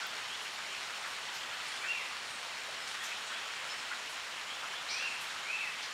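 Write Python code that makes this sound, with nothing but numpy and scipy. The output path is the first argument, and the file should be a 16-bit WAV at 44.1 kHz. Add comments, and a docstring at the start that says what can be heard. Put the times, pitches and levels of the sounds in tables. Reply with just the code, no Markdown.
"""Steady rain on dense forest foliage, from one microphone among the trees. Far drops merge into a
soft wash; nearer ones tap the wet leaves and tick close by. Heavy drips splash on leaves or plop lower
down, over a very faint low hum. Small birds chirp from deep in the forest, one bird gives three arched
whistles, and a single sharp chip comes late. Trunks and leaves scatter and echo every call."""
import sys
import numpy as np
from scipy import signal
from scipy.io import wavfile

SR = 44100
rng = np.random.default_rng(int(sys.argv[2]) if len(sys.argv) > 2 else 0)


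def int16_out(signal):
    """Quantize to a 16-bit WAV file."""
    q = np.round(np.clip(np.atleast_2d(signal).T, -1, 1) * 32767)
    wavfile.write(sys.argv[1], SR, q.astype(np.int16))


N = 261513
TIME = np.arange(N) / SR

# spectrum of the far rain: frequency_hz, relative_density_db
FAR_RAIN_SPECTRUM = [(18, -71), (30, -37), (59, -19), (173, -14), (389, -12), (432, -9.5), (996, -1),
                     (1080, -3), (1170, 1), (3070, -0.5), (4910, -9.5), (5450, -10.5), (6210, -14),
                     (8500, -17.5), (15500, -40)]
# rise and fall of the shower, before its swing is narrowed: time_s, relative_level_db
SHOWER_CONTOUR = [(0.0, -40.5), (1.67, -40), (1.82, -40), (2.58, -41.5), (3.06, -39.5), (4.38, -41.5),
                  (5.0, -40), (5.93, -42)]
# resonances of the wet leaves: centre_hz, width_hz, relative_level_db
LEAF_RESONANCES = [(1100, 570, -19.5), (3160, 230, -19.5), (4330, 210, -15.5), (5480, 440, -16),
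                   (6960, 410, -17.5), (8420, 680, -23), (9500, 1300, -35), (13200, 800, -40)]

# a far bird's rising slurs: start_s, relative_level_db
RISING_SLURS = [(0.0, -50), (0.29, -48.5), (1.373, -52), (1.69, -50), (2.97, -51), (3.31, -49),
                (4.48, -49.5), (4.715, -48.5), (4.95, -50)]
# thin, very high far calls that sag a little: start_s, relative_level_db
THIN_CALLS = [(0.95, -60), (1.10, -63), (2.272, -58.5), (3.70, -63.5), (4.88, -61), (5.05, -62)]
# short far pips: start_s, relative_level_db
SHORT_PIPS = [(2.81, -53), (3.688, -48)]

# heavy drips splashing on leaves: start_s, centre_hz, width_octaves, level_db
LEAF_SPLASHES = [(0.005, 4570, .6, -46), (0.418, 10500, .4, -57), (1.07, 11500, .75, -56),
                 (1.335, 13200, .4, -57), (1.34, 4000, 1.1, -43), (1.655, 4600, 0.29, -47),
                 (1.674, 8900, .4, -51), (2.872, 7400, 0.91, -46.5), (3.036, 6300, .62, -42),
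                 (3.036, 12500, 0.47, -55), (3.26, 7400, .41, -50), (4.09, 10000, .7, -54),
                 (5.206, 11200, 0.79, -50.5), (5.821, 4300, 1, -42)]
# fat drops plopping lower down: start_s, centre_hz, width_octaves, level_db
LOW_PLOPS = [(0.014, 1450, 0.21, -36), (1.04, 1700, .62, -39.5), (1.836, 1660, .4, -34),
             (2.68, 580, 0.44, -48), (3.002, 1820, .12, -38), (3.105, 2390, 0.28, -40),
             (3.910, 1600, 0.65, -33.5), (4.626, 1170, 0.86, -38), (4.727, 1720, .2, -43),
             (5.02, 1600, .23, -40)]
# droplets ticking close to the microphone: start_s, centre_hz, width_octaves, level_db
CLOSE_DROPLETS = [(0.0685, 13900, .3, -37), (3.036, 12000, .6, -41)]

# arched whistles: top_s, rise_s, fall_s, top_hz, bend (1 climbs straight, more flattens the top), level_db
ARCHED_WHISTLES = [(1.91, .095, 0.12, 2768, 2.0, -35), (5.052, .165, 0.045, 2775, 1.3, -36),
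                   (5.568, .125, .11, 2663, 2.1, -34.5)]


def from_db(db):
    """Decibels to gain."""
    return 10 ** (np.asarray(db) / 20)


def unit_rms(x):
    """Scale to an rms of 1."""
    return x / np.sqrt(np.mean(x ** 2) + 1e-20)


def band(x, low_hz, high_hz, order=2):
    """Butterworth band-pass."""
    sos = signal.butter(order, [low_hz, min(high_hz, .47 * SR)], "band", fs=SR, output="sos")
    return signal.sosfilt(sos, x + 1e-18)


def drift(rate_hz):
    """Smooth random wander of spread 1."""
    hop, settle = 40, 2000
    pole = np.exp(-2 * np.pi * rate_hz * hop / SR)
    noise = rng.standard_normal(N // hop + settle + 2)
    slow = signal.lfilter([1], [1, -2 * pole, pole * pole], noise)[settle:]
    return np.interp(np.arange(N) / hop, np.arange(len(slow)), unit_rms(slow))


def tone(start_s, end_s, pitch_hz, level_db):
    """A sine that follows a pitch and a level between two moments."""
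    gate = np.clip(np.minimum(TIME - start_s, end_s - TIME) / .0034, 0, 1)
    return np.sqrt(2) * gate * from_db(level_db) * np.sin(2 * np.pi * np.cumsum(pitch_hz) / SR)


def forest(x, scatter_db, t60_s, echo_s, echo_db):
    """Sound reaches the microphone directly, scattered by trunks and leaves, and as one distinct echo."""
    t = TIME[:SR]
    tail = rng.standard_normal(SR) * (1 - np.exp(-t / .0046)) * from_db(-60 * t / t60_s)
    response = from_db(scatter_db) * tail / np.linalg.norm(tail)
    response[0] += 1
    response[int(echo_s * SR)] += from_db(echo_db)
    return signal.fftconvolve(x, response / np.linalg.norm(response))[:N]


def shower_gain(mean_db, swing_share):
    """The whole shower swells and eases slightly about its mean level."""
    time_s, contour_db = np.transpose(SHOWER_CONTOUR)
    swing_db = np.interp(TIME, time_s, contour_db) - np.mean(contour_db)
    return from_db(mean_db + swing_share * swing_db)


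def far_rain(flicker_db, swell_db):
    """Countless far drops merge into noise whose third-octave bands flicker; the treble swells as one."""
    frequency_hz, density_db = np.transpose(FAR_RAIN_SPECTRUM)
    edges_hz = 25 * 2 ** (np.arange(29) / 3)
    white = rng.standard_normal((2, N))   # neighbouring bands take independent noise
    swell = swell_db * drift(5.9)
    wash = np.zeros(N)
    for k, (low_hz, high_hz) in enumerate(zip(edges_hz, edges_hz[1:])):
        centre_hz = np.sqrt(low_hz * high_hz)
        level_db = np.interp(np.log(centre_hz), np.log(frequency_hz), density_db)
        level_db += flicker_db * drift(11.3) + swell * min(centre_hz / 8000, 1)
        wash += from_db(level_db) * band(white[k % 2], low_hz, high_hz)
    return unit_rms(wash)


def impacts(per_s, spread_db):
    """Drops land at random moments, many small and a few large."""
    sizes = from_db(spread_db * np.minimum(rng.exponential(1, N), 4)) * rng.choice([-1, 1], N)
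    return sizes * (rng.random(N) < per_s / SR)


def leaf_patter(per_s, spread_db):
    """Nearer drops tap the leaves, which ring for a few cycles."""
    taps = np.zeros(N)
    for hz, width_hz, level_db in LEAF_RESONANCES:
        ring = band(impacts(per_s, spread_db), hz - width_hz / 2, hz + width_hz / 2, order=1)
        taps += from_db(level_db) * unit_rms(ring)
    return forest(taps, scatter_db=-5, t60_s=.33, echo_s=.021, echo_db=-20)


def close_ticks(per_s, spread_db):
    """Small drops near the microphone make dry, broad ticks."""
    ticks = band(impacts(per_s, spread_db), 1110, 2740, order=1)
    return unit_rms(band(ticks, 440, 8200))


def low_hum(pitch_hz, width_hz):
    """A narrow band of noise, heard as an unsteady low hum."""
    return unit_rms(band(rng.standard_normal(N), pitch_hz - width_hz / 2, pitch_hz + width_hz / 2))


def far_bird(calls, length_s, from_hz, to_hz, waver):
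    """A small bird repeats one short quavering glide from deep in the trees."""
    song = np.zeros(N)
    quaver = 1 + waver * drift(196)
    for start_s, level_db in calls:
        progress = np.clip((TIME - start_s) / length_s, 0, 1)
        swell = np.sqrt(np.abs(np.sin(np.pi * progress)))
        pitch_hz = (from_hz + (to_hz - from_hz) * progress) * quaver
        song += swell * tone(start_s, start_s + length_s, pitch_hz, level_db)
    return forest(song, scatter_db=-1.5, t60_s=.58, echo_s=.018, echo_db=-11)


def drips(hits, rise_s, t60_s, grain_db):
    """Each drip bursts into a grainy spray, coloured by the leaf it hits and dying away in the foliage."""
    out, t = np.zeros(N + SR), TIME[:SR // 2]
    envelope = (1 - np.exp(-t / rise_s)) * from_db(-60 * t / t60_s)
    for start_s, centre_hz, width_octaves, level_db in hits:
        noise, grain = rng.standard_normal((2, len(t)))
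        edge_ratio = 2 ** (width_octaves / 2)
        spray = band(noise * from_db(grain_db * grain), centre_hz / edge_ratio, centre_hz * edge_ratio)
        spray = unit_rms(band(spray, 200, 8700))   # air and leaves soak up the highest treble
        start = int(start_s * SR)
        out[start:start + len(t)] += from_db(level_db) * envelope * spray
    return out[:N]


def whistling_bird(climb_hz, fall_hz_per_s, waver, flutter_db):
    """A bird's nearly pure tone arches up and falls, loudest near its top."""
    fade_db, loud_span_hz = 7.5, 140
    song = np.zeros(N)
    quaver = 1 + waver * drift(121.6)
    for top_s, rise_s, fall_s, top_hz, bend, top_db in ARCHED_WHISTLES:
        below_top_hz = climb_hz * np.clip((top_s - TIME) / rise_s, 0, 1) ** bend
        below_top_hz += fall_hz_per_s * np.clip(TIME - top_s, 0, fall_s)
        level_db = top_db - fade_db * (1 - np.exp(-below_top_hz / loud_span_hz))
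        song += tone(top_s - rise_s, top_s + fall_s, (top_hz - below_top_hz) * quaver, level_db)
    song *= from_db(flutter_db * drift(90))
    return forest(song, scatter_db=2.5, t60_s=.66, echo_s=.056, echo_db=-7)


def sharp_chip(start_s, length_s, foot_hz, top_hz, level_db, fade_db_per_s):
    """A bird's fading chip shoots up and drops back, drawn out by the trees into a bright wash."""
    age_s = np.clip(TIME - start_s, 0, length_s)
    pitch_hz = top_hz - (top_hz - foot_hz) * np.abs(2 * age_s / length_s - 1)
    chip = tone(start_s, start_s + length_s, pitch_hz, level_db - fade_db_per_s * age_s)
    return forest(chip, scatter_db=7, t60_s=.8, echo_s=.027, echo_db=-10)


def scene():
    """Rain, drips, birds and hum meet at one microphone, the same in both channels."""
    rain = from_db(-.47) * far_rain(flicker_db=1.2, swell_db=.25)
    rain += leaf_patter(per_s=500, spread_db=2)
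    rain += from_db(-13) * close_ticks(per_s=130, spread_db=3.5)
    rain *= shower_gain(mean_db=-41.5, swing_share=.58)
    drops = drips(LEAF_SPLASHES, rise_s=.004, t60_s=.32, grain_db=1.5)
    drops += drips(LOW_PLOPS, rise_s=.0052, t60_s=.19, grain_db=4.5)
    drops += drips(CLOSE_DROPLETS, rise_s=.0003, t60_s=.0066, grain_db=3)
    chirps = far_bird(RISING_SLURS, length_s=.095, from_hz=3080, to_hz=3645, waver=.01794)
    chirps += far_bird(THIN_CALLS, length_s=.11, from_hz=8680, to_hz=8380, waver=.013)
    chirps += far_bird(SHORT_PIPS, length_s=.041, from_hz=5130, to_hz=5340, waver=.0092)
    whistles = whistling_bird(climb_hz=570, fall_hz_per_s=7000, waver=.008, flutter_db=3)
    chip = sharp_chip(start_s=4.886, length_s=.05, foot_hz=3650, top_hz=6100,
                      level_db=-32.5, fade_db_per_s=223)
    hum = from_db(-87) * low_hum(pitch_hz=69.4, width_hz=7)
    mono = rain + drops + from_db(1.9) * chirps + whistles + chip + hum
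    return np.array([mono, mono])


def record(dry):
    """A steep low-pass takes the very top off the microphone signal."""
    cutoff_hz = 15750
    return signal.sosfilt(signal.ellip(12, .1, 80, cutoff_hz, fs=SR, output="sos"), dry)


dry = scene()
out = record(dry)
int16_out(out)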